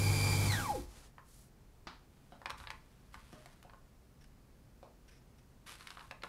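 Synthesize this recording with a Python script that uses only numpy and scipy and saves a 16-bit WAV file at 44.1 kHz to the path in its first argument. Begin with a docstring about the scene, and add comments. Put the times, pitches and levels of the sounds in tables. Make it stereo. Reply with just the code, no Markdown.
"""A quiet deck outdoors, hard surfaces nearby, the microphone close to an electric meat grinder.
It runs for half a second: the gears whine and rattle through the housing, the magnetic field hums.
Switched off, it winds down under friction. Two soft swishes follow, and something is set down.
Fingers pick the crumbly strands of paste off its plate; they drop on a plastic tray, which rings
briefly, and are gathered up. Under it all lie a distant rumble and a thin hiss."""
import sys
import numpy as np
from scipy import signal
from scipy.fft import rfft, irfft
from scipy.io import wavfile

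SR = 44100
rng = np.random.default_rng(int(sys.argv[2]) if len(sys.argv) > 2 else 0)


def int16_out(signal):
    """Quantize to a 16-bit WAV file."""
    q = np.round(np.clip(np.atleast_2d(signal).T, -1, 1) * 32767)
    wavfile.write(sys.argv[1], SR, q.astype(np.int16))


N = 276948
T = np.arange(N) / SR


def amp(db):
    """Decibels to gain."""
    return 10 ** (np.asarray(db) / 20)


def unit(x):
    """Scales to rms 1."""
    return x / np.sqrt(np.mean(abs(x) ** 2) + 1e-20)


def read(points, hz):
    """Interpolates (Hz, value) rows on a log-frequency axis."""
    freqs, values = np.transpose(points)
    return np.interp(np.log(hz + 1), np.log(freqs + 1), values)


def colour(x, spectrum):
    """Filters by (Hz, dB) rows."""
    size = x.shape[-1]
    return irfft(rfft(x) * amp(read(spectrum, np.fft.rfftfreq(size, 1 / SR))), size)


def pan(db):
    """Channel gains that put the left db above the right."""
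    return amp(np.array([[db / 2], [-db / 2]]))


def stereo_noise(likeness, size=N):
    """White noise with a left-right likeness: one number, or (Hz, likeness) rows."""
    if not np.isscalar(likeness):
        likeness = read(likeness, np.fft.rfftfreq(size, 1 / SR))
    left, other = rfft(rng.standard_normal((2, size)))
    return irfft(np.array([left, likeness * left + np.sqrt(1 - likeness ** 2) * other]), size)


def drift(width_hz, size=N):
    """A slow, complex random wander of rms 1."""
    pole = np.exp(-np.pi * width_hz / SR)
    noise = rng.standard_normal(size) + 1j * rng.standard_normal(size)
    return unit(signal.lfilter([1], np.poly([pole, pole]), noise))


def add(mix, start_s, sound):
    """Mixes a sound in at a time."""
    part = mix[round(start_s * SR):][:len(sound)]
    part += sound[:len(part)]


def strokes(rows, attack_s, fade_db_per_s):
    """Envelope of events that each rise, hold for their length and die away."""
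    envelope = np.zeros(N)
    for start, length, db in rows:
        rise = np.clip((T - start) / attack_s, 0, 1)
        envelope += rise * amp(db - fade_db_per_s * np.maximum(T - start - length, 0))
    return envelope


def bursts(rows, spectrum):
    """Short soft-edged bursts of coloured noise."""
    gate = np.zeros(N)
    for start, length, db in rows:
        add(gate, start, amp(db) * signal.windows.tukey(int(length * SR), .5))
    return gate * unit(colour(rng.standard_normal(N), spectrum))


def blows(rows, modes, ring_db, crush_db, crush_s, bass_db, detune=0.065):
    """Each contact is a click, a short crush and ringing modes; its hardness sets the colour."""
    size, window = 8192, .01 * SR
    t, hz = np.arange(size) / SR, np.fft.rfftfreq(size, 1 / SR)
    bands_hz = [(300, 800), (800, 1600), (1800, 5000), (6000, 14000)]  # thud, middle, crack, fizz
    out = np.zeros(N)
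    for start, db, thud, crack, fizz in rows:
        stretch = 1 + detune * rng.uniform(-1.03, 1)  # each spot rings a little differently
        ring = sum(amp(level - 60 * t / t60) * np.cos(2 * np.pi * f * stretch * t)
                   for f, level, t60 in modes)
        crush = rng.standard_normal(size) * np.exp(-t / crush_s)
        contact = rfft((t == 0) + amp(ring_db) * ring + amp(crush_db) * crush / np.linalg.norm(crush))
        # band levels count the blow's energy as spread over one short window
        energy = np.array([2 * np.sum(abs(contact[(hz > lo) & (hz < hi)]) ** 2) for lo, hi in bands_hz])
        low, mid, high, top = db + np.array([thud, 0, crack, fizz]) - 10 * np.log10(energy / size / window)
        shape = [(60, low + bass_db), (450, low - 5), (680, low + 1.7), (950, mid), (1500, mid),
                 (2200, high + 1), (4300, high - 2), (7000, top + 2), (11000, top - 2), (16000, top - 12)]
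        log_gain = np.log(amp(read(shape, abs(np.fft.fftfreq(size, 1 / SR)))))
        causal = np.exp(np.conj(signal.hilbert(log_gain)))[:len(hz)]  # no sound ahead of the blow
        add(out, start, irfft(contact * causal))
    return out


# The open air around the deck. Each row: frequency in Hz, relative level in dB.
AIR_SPECTRUM = [(12, -35), (20, -3), (59, -2), (87, -11.5), (133, -7), (171, -14.5), (238, -14), (315, -20),
                (393, -20), (686, -26), (746, -25.5), (1160, -29.5), (3750, -39), (4190, -37.5),
                (15500, -43.5)]
# Its width at the microphone. Each row: frequency in Hz, left-right likeness from 0 to 1.
AIR_LIKENESS = [(60, 0.078), (180, 0.47), (550, 0.17), (1650, 0.18), (4970, 0.11), (15000, 0.065)]


def air(db=-58):
    """Distant low rumble and a thin even hiss."""
    return amp(db) * unit(colour(stereo_noise(AIR_LIKENESS), AIR_SPECTRUM))


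# The hard surfaces near the microphone. Each row: frequency in Hz, seconds to fall 60 dB.
DECK_DECAY = [(200, 0.33), (1000, 0.34), (3000, 0.33), (6000, 0.28), (14000, 0.056)]


def echoes(x, gap_s=0.00153):
    """Diffuse reflections, different in each channel, the treble dying first."""
    t = np.arange(SR // 2) / SR
    hz, age, scatter = signal.stft(rng.standard_normal((2, len(t))) * (t > gap_s), SR, nperseg=256)
    decay = amp(-60 * age / read(DECK_DECAY, hz)[:, None])
    tail = signal.istft(scatter * decay, SR, nperseg=256)[1]
    return signal.fftconvolve(x[None], tail / np.linalg.norm(tail[0]), axes=1)[:, :N]


# Chirrs, faint even this close. Each row: start in seconds, length in seconds, level in dB.
CHIRRS = [(4.206, .025, -68), (4.24, 0.0073, -62), (5.077, 0.026, -64), (5.102, 0.047, -68.5),
          (5.141, 0.052, -71.5), (5.38, 0.019, -68.5)]
# Their colour. Each row: frequency in Hz, relative level in dB.
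CHIRR_SPECTRUM = [(800, -14), (1700, 5), (3300, -0.5), (4400, -6), (5600, 5), (6600, -10), (10500, -8),
                  (15000, -27)]


def chirrs():
    """Tiny scratchy bursts of bright noise."""
    return bursts(CHIRRS, CHIRR_SPECTRUM)


# Two soft swishes once the motor has stopped.
# Each row: start in seconds, length in seconds, level at the crest in dB, tilt in dB per octave.
SWISHES = [(0.848, 0.27, -59, -2.5), (1.23, .28, -65, 2.8)]
# Their colour before the tilt. Each row: frequency in Hz, relative level in dB.
SWISH_SPECTRUM = [(300, -11), (1000, -3), (2300, -5.5), (5000, -2), (10100, -2.5), (15500, -16)]


def swishes(likeness=0.62, grain_db=2.0):
    """A soft, slightly grainy, breath-like hiss that swells and sinks in one arch."""
    out = np.zeros((2, N))
    for start, length, db, tilt_db in SWISHES:
        spectrum = [(hz, level + tilt_db * np.log2(hz)) for hz, level in SWISH_SPECTRUM]
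        hiss = colour(stereo_noise(likeness), spectrum) * amp(grain_db * drift(120).real)
        arch = np.sin(np.pi * np.clip((T - start) / length, 0, 1))
        out += amp(db) * arch * unit(hiss)
    return out


# Something hard set down beside the machine. Each row: frequency in Hz, relative level in dB.
CLACK_SPECTRUM = [(60, -14), (200, 0), (320, -2), (480, -17), (700, -4.5), (900, 1), (1250, 0),
                  (1650, -4.5), (2100, -8), (3100, -10), (4600, -9), (6000, -20.5), (8000, -31.5),
                  (15000, -49)]


def clack(start_s=1.8705, db=-37.5, snap_s=0.0036, tail_db=-9, tail_s=0.051):
    """A dense snap, then its scatter off the deck."""
    age = np.maximum(T - start_s, 0)
    rise = 1 - np.exp(-age / 0.00044)
    fall = np.exp(-age / snap_s) + amp(tail_db) * np.exp(-age / tail_s)
    return amp(db) * rise * fall * unit(colour(stereo_noise(likeness=0.63), CLACK_SPECTRUM))


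# Fingers in the paste, close up. Each row: start in seconds, length in seconds, level in dB.
RUBS = [(2.12, 1, -77), (2.572, 0.0093, -57), (3.12, 0.42, -69), (5.66, 0.057, -52.5), (5.78, 0.27, -65),
        (6.23, .05, -66)]
# The crumbling paste. Each row: frequency in Hz, relative level in dB.
CRUMBLE_SPECTRUM = [(200, -9.5), (650, -11.5), (1050, -2), (2500, -5.5), (4500, -8.5), (7000, -14.5),
                    (9500, -11.5), (12500, -17.5), (15500, -38)]


def rustle(grains_per_s=6000, spread_db=3):
    """Countless tiny slips as fingers rub the strands on each other."""
    slips = rng.standard_normal(N) * (rng.random(N) < grains_per_s / SR)
    slips *= amp(spread_db * np.minimum(rng.exponential(1, N), 4))
    return unit(colour(slips, CRUMBLE_SPECTRUM)) * strokes(RUBS, attack_s=0.0083, fade_db_per_s=167)


# Knocks on the grinder, near the centre; the first is its switch clicking off. 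Each row: start in seconds, #
# relative level in dB at 800-1600 Hz, then thud, crack and fizz in dB against that level.
KNOCKS = [(.521, -36.5, -15, 1, 0), (2.322, -52.5, 7, -4.5, -20), (3.329, -52.5, 10.5, -3.5, -6.5),
          (3.649, -59, 11.5, -5, -30), (4.829, -52.5, 9.5, -7.5, -19)]
# The grinder's ring. Each row: frequency in Hz, relative level in dB, seconds to fall 60 dB.
GRINDER_MODES = [(290, -11, .12), (586, 12, 0.18), (745, -18, 0.037), (833, -8, 0.11), (1273, -10, 0.078),
                 (2100, -9, .07), (2600, -9, .06)]


def grinder_knocks():
    """The switch's click and light blows that ring the body of the machine."""
    return amp(-10) * blows(KNOCKS, GRINDER_MODES, ring_db=-45.5, crush_db=23, crush_s=0.0017, bass_db=-15)


# Paste landing, dead centre. Each row: start in seconds, length in seconds, level in dB.
THUDS = [(2.49, 0.16, -56.5), (2.6, 0.215, -59), (3.12, 0.076, -57.5)]
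# Its weight on the tray. Each row: frequency in Hz, relative level in dB.
THUD_SPECTRUM = [(30, -14), (50, 6), (90, 2.5), (140, -9), (260, -12), (600, -58)]


def paste_thuds():
    """Soft paste lands on the tray with low, dull thuds."""
    return bursts(THUDS, THUD_SPECTRUM)


# Strands and fingernails on the tray, close to the microphone. Each row: start in seconds,
# relative level in dB at 800-1600 Hz, then thud, crack and fizz in dB against that level.
TAPS = [(1.182, -45.5, -10, -8.5, -33), (2.417, -46.5, -5, -11, -21), (2.458, -34, -9, 1.5, -18),
        (2.498, -39.5, -15, -4, -13), (2.504, -35, -10.5, 0, -11.5), (2.601, -44.5, -10, -3.5, -22),
        (2.639, -46, -17, -6, -35), (2.672, -43.5, -7, 7, -37), (2.704, -39, -10.5, 4, -11.5),
        (3.143, -41.5, -11, -4.5, -16), (3.459, -53, 4, 3, -3), (3.628, -55.5, -7, 1, -1),
        (3.697, -51.5, -13, -3.5, -30), (3.735, -49.5, -5, -12, -26), (5.809, -48, -25, 1.5, -18),
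        (5.872, -46.5, -25, 7.5, -3.5), (5.905, -44.5, -16, 3.5, -8), (5.972, -41, -9, -8, -33),
        (5.994, -50.5, -8, 3.5, -16), (6.008, -45, -17, -4, -29), (6.111, -41.5, -3.5, 2.5, -13.5),
        (6.222, -55.5, -7, 10.5, -12), (6.235, -35.5, -2.5, -1.5, -17.5)]
# The plastic tray's ring. Each row: frequency in Hz, relative level in dB, seconds to fall 60 dB.
TRAY_MODES = [(730, -17, 0.035), (946, -6, 0.076), (1095, -0.5, 0.072), (1220, 4, 0.025),
              (1514, -3.5, 0.06), (1812, 5.5, 0.027), (2196, 3, 0.026), (3400, -30, 0.014)]


def tray_taps(flop_s=.0102, flop_db=-4.5, dull_db=-11):
    """A strand's tip strikes the tray, then the rest flops down, weaker and duller."""
    flops = [(start + flop_s, db + flop_db, thud, crack + dull_db, fizz + dull_db)
             for start, db, thud, crack, fizz in TAPS]
    contacts = list(TAPS) + flops
    return amp(-9.5) * blows(contacts, TRAY_MODES, ring_db=-31.5, crush_db=9.5, crush_s=0.0025, bass_db=-17)


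# What the tray sends to the surfaces around it. Each row: frequency in Hz, relative gain in dB.
TRAY_SPILL = [(200, 2.5), (1100, -2.5), (2000, -3.5), (4000, -7.5), (12000, 0)]


def handling():
    """The work at the grinder and tray, heard directly and off the nearby surfaces."""
    taps, knocks, strands, scratches = tray_taps(), grinder_knocks(), rustle(), chirrs()
    direct = taps * pan(0.3) + knocks * pan(0.68) + strands * pan(0.17) + scratches + paste_thuds()
    spill = amp(-2) * colour(taps, TRAY_SPILL) + amp(3.5) * knocks
    spill += amp(-8) * strands + amp(-5.5) * scratches
    return direct + echoes(spill)


TEETH, MESH_HZ = 16, 2372  # the pinion, and the rate at which its teeth mesh at full speed
OFF_S, COAST_S = .47, .37  # the power is cut; friction then takes this long to stop the rotor

# The grinder moving on its feet. Each row: start in seconds, length in seconds, relative level in dB.
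ROCKING = [(0, 0.65, -44), (.71, 0.093, -42.5)]


def rocking(hz=51.6, right_lag_rad=1.85):
    """The machine rocks while running, and lurches again as it stops."""
    phase = 2 * np.pi * hz * T - np.array([[0], [right_lag_rad]])
    shudder = ((0.21 + 1.1 * drift(26)) * np.exp(1j * phase)).real
    return np.sqrt(2) * shudder * strokes(ROCKING, attack_s=0.028, fade_db_per_s=83) * pan(1.3)


def hum(mains_hz=50, auger_hz=2.64, peak_s=0.12, swell_db=2.5, hold_s=0.49, fade_db_per_s=103):
    """The field pulls twice per mains cycle; the hum swells once per auger turn and rings on briefly."""
    phase = 2 * np.pi * 2 * mains_hz * T - np.array([[0], [1]])  # the right lags by a radian
    buzz = ((1 + 0.27 * drift(18)) * np.exp(1j * phase)).real
    load = np.cos(2 * np.pi * auger_hz * (np.minimum(T, OFF_S) - peak_s))
    level_db = -33.5 + swell_db * load - fade_db_per_s * np.maximum(T - hold_s, 0)
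    return np.sqrt(2) * buzz * amp(level_db) * pan(8.7)


# The housing's resonances. Each row: frequency in Hz, width in Hz, relative gain in dB.
HOUSING_MODES = [(282, 22, 9.5), (351, 6.5, 10), (513, 19, 7.5), (828.5, 33, 17.5), (1087, 46, -3),
                 (1608, 14, 9), (1905, 16, 12), (2150, 23, 4), (2311, 40, 5)]


def housing(x, coupling_db, dead_hz=2860, dead_width_hz=290):
    """The shell's resonances flare as a tone sweeps through; in one narrow band it hardly radiates."""
    ring = sum(amp(db + coupling_db) * signal.lfilter(*signal.iirpeak(hz, hz / width, SR), x)
               for hz, width, db in HOUSING_MODES)
    return signal.lfilter(*signal.iirnotch(dead_hz, dead_hz / dead_width_hz, SR), x + ring)


# Rotor and fan. Each row: multiple of the shaft rate, level in dB against the rattle at full speed.
SHAFT_ORDERS = [(1, -5.5), (3, -18.5), (11, -28), (15, -18.5), (21, -25), (24, -31), (55, -25), (72, -17.5)]


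def shaft_tones(speed, angle, waver=0.45):
    """Rotor unbalance and the fan give wavering tones that fade fast as the shaft slows."""
    tones = np.zeros(len(speed))
    for order, db in SHAFT_ORDERS:
        unsteady = 1 + waver * drift(45, len(speed))
        tones += amp(db) * (unsteady * np.exp(1j * order * angle / TEETH)).real
    return np.sqrt(2) * tones * speed ** 2


# Gears and brushes inside the housing. Each row: frequency in Hz, relative level in dB.
RATTLE_SPECTRUM = [(25, 11), (60, 16), (130, 20.5), (240, 11), (450, 6.5), (650, 3.5), (1100, 3.5),
                   (1950, -5), (2400, -0.5), (2850, -0.5), (3200, -0.5), (4700, 0), (11500, -2.5),
                   (15500, -10.5)]
# Their width at the microphone. Each row: frequency in Hz, left-right likeness from 0 to 1.
RATTLE_LIKENESS = [(100, 0.63), (500, 0.74), (1100, 0.85), (2500, 0.48), (6000, 0.24), (13000, 0.046)]


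def rattle(speed, travel, angle, tooth_depth=0.28, rib_gain=0.19, churn_db=1.0):
    """Each tooth scrapes, the load churns, and the same surface flaws rib the noise on every turn."""
    n = len(speed)
    flaws = rng.standard_normal(round(SR * TEETH / MESH_HZ))
    ribs = np.interp(travel * SR, np.arange(len(flaws)), flaws, period=len(flaws))
    scrape = stereo_noise(RATTLE_LIKENESS, n) + rib_gain * ribs * speed
    scrape *= (1 + tooth_depth * np.cos(angle)) * amp(churn_db * drift(70, n).real)
    return unit(housing(colour(scrape, RATTLE_SPECTRUM), coupling_db=-9.5))


# The whine under load, close up. Each row: time in seconds, relative level in dB.
WHINE_LEVEL = [(0, -47.5), (.15, -47), (.3, -45), (.41, -50)]
# Its harmonics, from the first up. Each row: level in dB against the whine, rough share from 0 to 1.
MESH_HARMONICS = [(-0.5, .33), (0.5, .72), (-5, .6), (-13.5, .55)]


def gear_whine(speed, travel, angle, runout_rad=0.22, flutter_hz=260,
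               slack_s=0.041, slack_db=7.5, slack_rough=0.42):
    """Meshing teeth whine; unpowered they run slack, louder and with rougher overtones, then fade."""
    n = len(speed)
    slack = np.clip((T[:n] - OFF_S) / slack_s, 0, 1)
    level = amp(np.interp(T[:n], *np.transpose(WHINE_LEVEL)) + slack_db * slack) * speed ** 0.47
    meshing = angle + runout_rad * np.sin(angle / TEETH)  # an off-centre pinion hurries and lags
    whine = np.zeros(n)
    for k, (db, rough) in enumerate(MESH_HARMONICS, 1):
        rough = np.clip((rough + slack_rough * slack * (k - 1)) * np.sqrt(speed), 0, 1)
        uneven_teeth = np.interp(travel, T[:n], drift(flutter_hz, n))
        flutter = np.sqrt(1 - rough) + np.sqrt(rough) * uneven_teeth
        softening = speed ** (2.16 * (k - 1))  # slow teeth meet softly and lose their overtones
        whine += amp(db) * softening * np.sqrt(2) * (flutter * np.exp(1j * k * meshing)).real
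    return housing(level * whine, coupling_db=1)


def motor(coast_bow=1.08, wander_rad=0.21, rattle_db=-36, ring_out_s=0.047, echo_db=-11):
    """Whine, shaft tones and rattle follow one speed, a little right of the microphone."""
    n = round((OFF_S + 2 * COAST_S) * SR)
    coasting = np.maximum(T[:n] - OFF_S, 0)
    speed = np.maximum(1 - coasting / COAST_S, 0) ** coast_bow  # above 1: brakes hardest while fast
    travel = np.cumsum(speed) / SR  # time as the gears feel it: it slows with the motor
    angle = 2 * np.pi * MESH_HZ * travel + wander_rad * speed * drift(21, n).real
    pole = np.exp(-1 / (ring_out_s * SR))  # loose parts keep rattling behind the speed
    shaking = amp(rattle_db) * (1 - signal.lfilter([1 - pole], [1, -pole], 1 - speed))
    whine = gear_whine(speed, travel, angle)
    shaft = shaking * shaft_tones(speed, angle)
    scrape = shaking * rattle(speed, travel, angle)
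    direct = whine * pan(-5) + shaft * pan(-2.5) + scrape * pan(-1.2)
    return np.pad(direct, [(0, 0), (0, N - n)]) + amp(echo_db) * echoes(np.pad(whine, (0, N - n)))


def scene():
    """The handling sounds and the machine up close, the open air behind them."""
    return handling() + motor() + hum() + rocking() + swishes() + clack() + air()


def record(dry, edge_hz=15700):
    """The recorder's band limit."""
    lowpass = signal.firwin(511, edge_hz, window=("kaiser", 9), fs=SR)
    return signal.oaconvolve(dry, lowpass[None], "same")


dry = scene()
out = record(dry)
int16_out(out)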